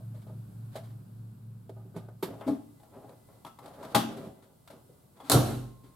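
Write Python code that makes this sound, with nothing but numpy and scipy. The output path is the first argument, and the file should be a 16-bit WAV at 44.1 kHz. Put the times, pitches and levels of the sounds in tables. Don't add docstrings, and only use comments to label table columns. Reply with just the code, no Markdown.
import sys
import numpy as np
from scipy import signal
from scipy.fft import rfft, irfft
from scipy.io import wavfile
from scipy.ndimage import uniform_filter1d

SR = 44100
rng = np.random.default_rng(int(sys.argv[2]) if len(sys.argv) > 2 else 0)


def master_out(mix):
    frames = np.transpose(np.atleast_2d(mix))
    ceiling = np.clip(frames, -1, 1)
    pcm = np.round(ceiling * 32767).astype(np.int16)
    wavfile.write(sys.argv[1], SR, pcm)


N = 262395
T = np.arange(N) / SR

# (frequency [Hz], level [dB], partner's level below it [dB])
MOTOR_PAIRS = [(111.1, -45, 4), (136, -55, 4)]
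# (time [s], beat rate [Hz])
BEAT_RATE = [(0, 4.04), (.7, 3.61), (1.25, 3.15), (1.6, 3.78), (2.3, 3.1)]
# (frequency [Hz], level [dB])
MOTOR_TONES = [(181.2, -57), (211.3, -62), (219.6, -62), (227, -81)]
# (frequency [Hz], relative spectral density [dB])
FAN_AIR = [(15, -64), (25, -45), (59, -12), (89, -22), (123, -2), (206, -14.5), (270, -16), (545, -30),
           (1520, -37.5), (1840, -46.5), (4740, -46), (6210, -51.5), (7710, -45.5), (13200, -42.5),
           (16000, -50)]
SHOP_AIR = [(20, -32), (40, -11), (70, -9), (120, 1), (200, -6), (400, -14), (800, -20), (1400, -26.5),
            (1900, -37), (4200, -31.5), (6200, -36), (8000, -30), (13000, -29.5), (16000, -35.5)]
TICK_SPECTRUM = [(250, -31.5), (900, 2), (1500, -7), (2100, -9.5), (2800, -15), (3600, -9), (4500, -11.5),
                 (5800, -21), (8000, -16), (12500, -18), (16000, -29)]
LATCH_SPECTRUM = [(250, -29), (900, 3), (1400, 0.5), (2000, -18), (2600, -11.5), (3300, -4), (4100, 3.5),
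                  (5000, -6.5), (6100, -7.5), (8500, -1), (10800, -4), (13100, -5), (16000, -21)]
# (frequency [Hz], side relative to mid [dB])
SIDE_LEVEL = [(60, -11.5), (200, -11), (400, -0.5), (1300, -1), (5000, -2.5), (9000, -0.5)]
# (frequency [Hz], T60 [s])
ROOM_T60 = [(60, 1.1), (250, 0.5), (1000, 0.42), (4000, 0.48), (10000, 0.28)]
# (time [s], frequency [Hz], level [dB], T60 [s])
STEEL_RINGS = [(2.226, 11690, -43, .2), (5.32, 1061, -60, 5.)]
# (frequency [Hz], level [dB], T60 before added damping [s])
LINER_MODES = [(173.7, -8.5, 1), (223, 7, 0.066), (324, -4.5, 0.13), (388.4, 2.5, 0.11), (438, 8.5, 0.009),
               (509.6, -12, 0.39), (600, 4.5, 0.039), (642, 0, 0.081), (837, 8.5, 0.027), (942, -7.5, 0.14),
               (1213, 8, 0.046), (1492, 4, 0.11), (2160, -6, .06), (3500, -24, .08)]
BODY_MODES = [(49.6, -18, 0.9), (99.7, -9.5, 0.55), (123.2, -4.5, 0.67), (125.9, -2, 0.43),
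              (149.6, -4, 0.31), (184, -5, 0.37), (224.3, -4, 0.66), (270.6, 5.5, 0.15), (301.3, 1, 0.21),
              (386, -7, 0.14), (409.6, -2.5, 0.18), (487, -6.5, 0.19), (556, 1.5, 0.057),
              (637.8, -3, 0.094), (748, -6.5, 0.051), (824.6, -4.5, 0.15), (962, 0, 0.038),
              (1080, -17, 0.48), (1194, -13.5, 0.21), (1317, -13.5, 0.3), (1360, -34.5, .1),
              (2090, -3, 0.084), (3380, 3.5, 0.036), (4200, -14.5, 0.043)]
# (time [s], duration [s], level [dB], favoured pitch [Hz], relative hiss [dB])
RUBS = [(0.714, .04, -58.5, 700, 3.5), (2.777, 0.105, -67, 780, -18), (2.25, 0.062, -42, 380, -21),
        (2.313, 0.17, -54.5, 720, -17), (2.908, 0.093, -51, 567, -25), (3.059, 0.071, -54.5, 520, -24),
        (3.283, 0.095, -66.5, 720, -7), (3.597, 0.19, -53, 640, -13), (3.784, 0.27, -48, 570, -12),
        (4.07, 0.2, -44, 462, -16), (4.338, 0.17, -65.5, 503, -14), (4.698, 0.058, -55, 625, -25.5),
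        (5.142, 0.2, -60, 780, -4.5)]
# (time [s], level [dB], favoured pitch [Hz], relative tick [dB], rise [ms], reach [octaves])
LINER_KNOCKS = [(.005, -50, 593, -34, 4.2, 0.1), (.14, -50, 560, -15, 12, .2),
                (.215, -64, 610, 1.5, 4, 0.41), (.265, -48.5, 600, -20, 11, 0.47),
                (.295, -44, 585, -32, 5.6, 0.51), (.754, -30, 620, -14.5, 5.3, 0.31),
                (.83, -62, 500, 1, 11, 0.89), (.90, -61, 520, -4, 4.6, 0.64),
                (1.693, -35.5, 405, -22, 1.6, 0.61), (1.76, -47.5, 610, -33, 17.5, .53),
                (1.85, -45.5, 308, -40, 7.4, 0.49), (1.94, -39.5, 400, -24, 21, 0.95),
                (1.96, -32.5, 177, -20.5, 5.7, 0.19), (1.962, -28.5, 396, -27, 3.9, 0.7),
                (2.085, -42.5, 530, -25, 1.4, 0.93), (2.225, -21.5, 414, -14.5, 5.1, 0.22),
                (2.226, -32, 975, -20, 0.65, 0.39), (2.228, -31.5, 176, -49, 2.2, 0.21)]
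BODY_KNOCKS = [(2.41, -36.5, 766, -17, 0.45, 1), (2.462, -21, 297, -30, 14.1, 0.36),
               (2.475, -25.5, 673, -22.5, 4.8, 0.5), (2.513, -24, 288, -40, 1.3, 0.38),
               (2.797, -54, 817, -13, 2.9, 0.24), (2.83, -51.5, 760, -11.5, 2.4, .21),
               (3.045, -41.5, 720, -28, 0.89, 0.11), (3.092, -44.5, 590, -13, 0.74, 0.5),
               (3.287, -50, 695, -22, 0.69, 0.84), (3.448, -34.5, 990, -13, 0.7, 0.36),
               (3.45, -47.5, 3540, -27, 0.58, .35), (3.462, -37, 1110, -12.5, 3.3, 0.36),
               (3.587, -41.5, 1050, -12, 1.5, 0.43), (3.658, -43.5, 900, -6, 0.96, 0.46),
               (3.675, -39, 700, -18, 4.2, 0.18), (3.826, -35, 920, -15.5, 4, 0.66),
               (3.85, -42.5, 820, -4, 0.39, 0.57), (3.946, -13, 820, -7.5, 3.8, 0.28),
               (3.949, -24, 3350, -12, 0.72, 0.69), (3.952, -17.5, 243, -14, 11.9, 0.47),
               (4.045, -26.5, 223, -33, 4.8, 0.34), (4.167, -42, 400, -10, 5.5, .87),
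               (4.42, -56, 300, -7, 7.3, 0.77), (4.675, -62.5, 900, 12.5, 1.1, 0.94),
               (4.699, -42.5, 610, -12, 6, 0.25), (4.76, -50, 201.6, -21.5, 4.3, 0.41),
               (4.89, -50, 470, -30.5, 11, 0.27), (5.20, -41, 948, -18, 3.5, 0.6),
               (5.202, -52, 3620, -16, 2.5, .3), (5.225, -43, 272, -9.5, 54, 0.094),
               (5.83, -46.5, 310, -17.5, 13.4, 0.62)]
# (the impact columns, chatter time [ms])
HOOD_SLAM = [(5.298, -23, 590, 12, 0.28, 1.25, 1), (5.300, -24, 495, -3, 0.2, 0.75, 50),
             (5.316, -18.5, 590, 1.5, 1.4, 1.07, 9.3), (5.322, -14, 116, -14, 24, 0.38, 15),
             (5.325, -25.5, 61.3, -38, 13, .29, 18), (5.338, -17.5, 264, -16.5, 1.9, 1.2, 11),
             (5.36, -19.5, 474, -17, 1.3, 0.92, 60), (5.42, -27.5, 350, -19.5, 89, 1.54, 63.5),
             (5.5, -37, 128, -40, 15, 0.27, 11)]


def amp(db):
    return 10 ** (np.asarray(db) / 20)


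def unit(x):
    return x / np.sqrt(np.mean(x ** 2))


def on_log(table, hz):
    freqs, values = np.transpose(table)
    return np.interp(np.log(hz + 1), np.log(freqs), values)


def noise(spectrum, size):
    hz = np.arange(size // 2 + 1) * SR / size
    mid, side = rfft(rng.standard_normal((2, size))) * amp(on_log(spectrum, hz))
    side = side * amp(on_log(SIDE_LEVEL, hz))
    return unit(irfft(np.array([mid + side, mid - side]), size))


def drift(rate_hz):
    hold = int(SR / rate_hz)
    return uniform_filter1d(np.repeat(rng.standard_normal(N // hold + 1), hold), hold)[:N]


def add(out, start, sound):
    i = int(start * SR)
    out[:, i:i + sound.shape[1]] += sound[:, :N - i]


def rings(modes):
    hz, db, t60 = np.transpose(modes)[:, :, None]
    t = T[:SR * 3 // 4]
    return amp(db - 60 * t / np.maximum(t60, .01)) * np.sin(2 * np.pi * hz * t)


def reach(modes, hz, octaves):
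    return np.exp(-.5 * (np.log2(np.array(modes)[:, 0] / hz) / octaves) ** 2)


def shop_air(whine_hz=2020):
    whine_level = amp(-86 + 4.1 * drift(21))
    whine = whine_level * np.sin(2 * np.pi * whine_hz * np.cumsum(1 + 0.002 * drift(33)) / SR)
    return amp(-60 + drift(4.6)) * noise(SHOP_AIR, N) + whine


def fans():
    beat = 2 * np.pi * (np.cumsum(np.interp(T, *np.transpose(BEAT_RATE))) / SR + 0.55)
    phase_per_hz = 2 * np.pi * np.cumsum(1 + 0.00081 * drift(1.04)) / SR
    throb = sum(amp(db) * (np.sin(hz * phase_per_hz) + amp(-below_db) * np.sin(hz * phase_per_hz + beat))
                for hz, db, below_db in MOTOR_PAIRS)
    tones = sum(amp(db + 2 * drift(5.28)) * np.sin(hz * phase_per_hz) for hz, db in MOTOR_TONES)
    air = amp(-52 + drift(2.26)) * noise(FAN_AIR, N)
    return np.sqrt(2) * (throb + tones) + air


def room(source, gain_db=-7.5, onset_s=0.00093):
    t, tail = T[:SR], 0
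    for hz in 45 * 2 ** np.arange(9):
        band = noise([(hz / 2, -30), (hz, 0), (hz * 2, -30)], SR) * np.sqrt(hz)
        tail = tail + band * amp(-60 * t / on_log(ROOM_T60, hz))
    tail *= np.minimum(t / onset_s, 1)
    tail /= np.linalg.norm(tail[0])
    return amp(gain_db) * signal.fftconvolve(tail, source.mean(axis=0)[None])[:, :N]


def steel():
    out = np.zeros((2, N))
    for start, *mode in STEEL_RINGS:
        add(out, start, rings([mode]))
    return out


def rubbing(attack_s=0.034, release_db_s=245, hand_damping_db_s=400):
    out = np.zeros((2, N))
    slips = rng.standard_normal(N) * amp(2 * drift(40))
    held = rings(BODY_MODES)[:, :SR // 4] * amp(-hand_damping_db_s * T[:SR // 4])
    driven = signal.fftconvolve(held, slips[None])[:, :N]
    hiss = noise(TICK_SPECTRUM, N) * amp(3 * drift(60))
    for start, duration, db, hz, hiss_db in RUBS:
        attack = np.clip((T - start) / attack_s, 0, 1)
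        release = amp(-release_db_s * np.maximum(T - start - duration, 0))
        body = unit(reach(BODY_MODES, hz, octaves=0.63) @ driven)
        out += amp(db) * attack * release * (body + amp(hiss_db) * hiss)
    return out


def impacts(events, modes, tick_spectrum, damping_db_s, left_db, spill_db=-20.5):
    out = np.zeros((2, N))
    t, ring_t = T[:SR // 2], T[:SR * 3 // 4]
    bank = rings(modes) * amp(-damping_db_s * ring_t)
    mode_hz = np.array(modes)[:, 0]
    pan = amp(np.array([[left_db], [-left_db]]) / 2)
    dense_decay = amp(-7 - 60 * t / 0.45 - damping_db_s * t)
    for start, db, hz, tick_db, rise_ms, octaves, chatter_ms in events:
        swell = (1 - np.exp(-2000 * ring_t / rise_ms)) ** 2
        contact = swell[:len(t)] * np.exp(-1000 * t / chatter_ms)
        contact /= contact.max()
        spill = amp(spill_db) * np.minimum(hz / mode_hz, 1) ** 2
        ring = ((reach(modes, hz, octaves) + spill) * rng.choice([-1, 1], len(modes))) @ bank
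        chatter = contact * rng.standard_normal(len(t))
        rattle = signal.fftconvolve(ring, chatter / np.linalg.norm(chatter))[:len(ring)]
        ring = swell * ring + .3 * rattle
        sound = np.tile(ring / np.abs(ring).max(), (2, 1))
        width = 2 ** (2 * octaves)
        band = [(hz / width / 2, -70), (hz / width, -30), (hz, 0), (hz * width, -24),
                (hz * width * 2, -60)]
        dense = noise(band, len(t)).mean(axis=0)
        sound[:, :len(t)] += octaves ** 2 * dense_decay * swell[:len(t)] * dense
        tick = noise(tick_spectrum, len(t))
        sound[:, :len(t)] += amp(tick_db) * contact * (0.41 * tick.mean(axis=0) + 0.7 * tick)
        add(out, start, amp(db) * pan * sound)
    return out


def with_chatter(knocks, base_ms=6.3, per_rise=2.7):
    return [(*knock, base_ms + per_rise * knock[4]) for knock in knocks]


def liner_knocks():
    return impacts(with_chatter(LINER_KNOCKS), LINER_MODES, TICK_SPECTRUM, damping_db_s=250, left_db=-1.4)


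def body_knocks():
    return impacts(with_chatter(BODY_KNOCKS), BODY_MODES, TICK_SPECTRUM, damping_db_s=98, left_db=3)


def hood_slam():
    return impacts(HOOD_SLAM, BODY_MODES, LATCH_SPECTRUM, damping_db_s=18, left_db=-1.1)


def scene():
    liner = liner_knocks()
    hands = body_knocks() + rubbing()
    hood = hood_slam()
    fan_fade = amp(1 - 3 * T - 18 * np.maximum(T - 2.05, 0))
    shop_rise = amp(-69 * np.maximum(2.254 - T, 0))
    background = fan_fade * fans() + shop_rise * shop_air()
    reverberation = room(amp(-5) * liner + hands + amp(2.5) * hood)
    work = liner + hands + hood + steel() + reverberation
    mic_low_cut = signal.butter(2, 82, "high", fs=SR, output="sos")
    return background + signal.sosfilt(mic_low_cut, work)


def record(dry, cutoff_hz=16150):
    return signal.sosfilt(signal.ellip(10, .2, 80, cutoff_hz, fs=SR, output="sos"), dry)


dry = scene()
out = record(dry)
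master_out(out)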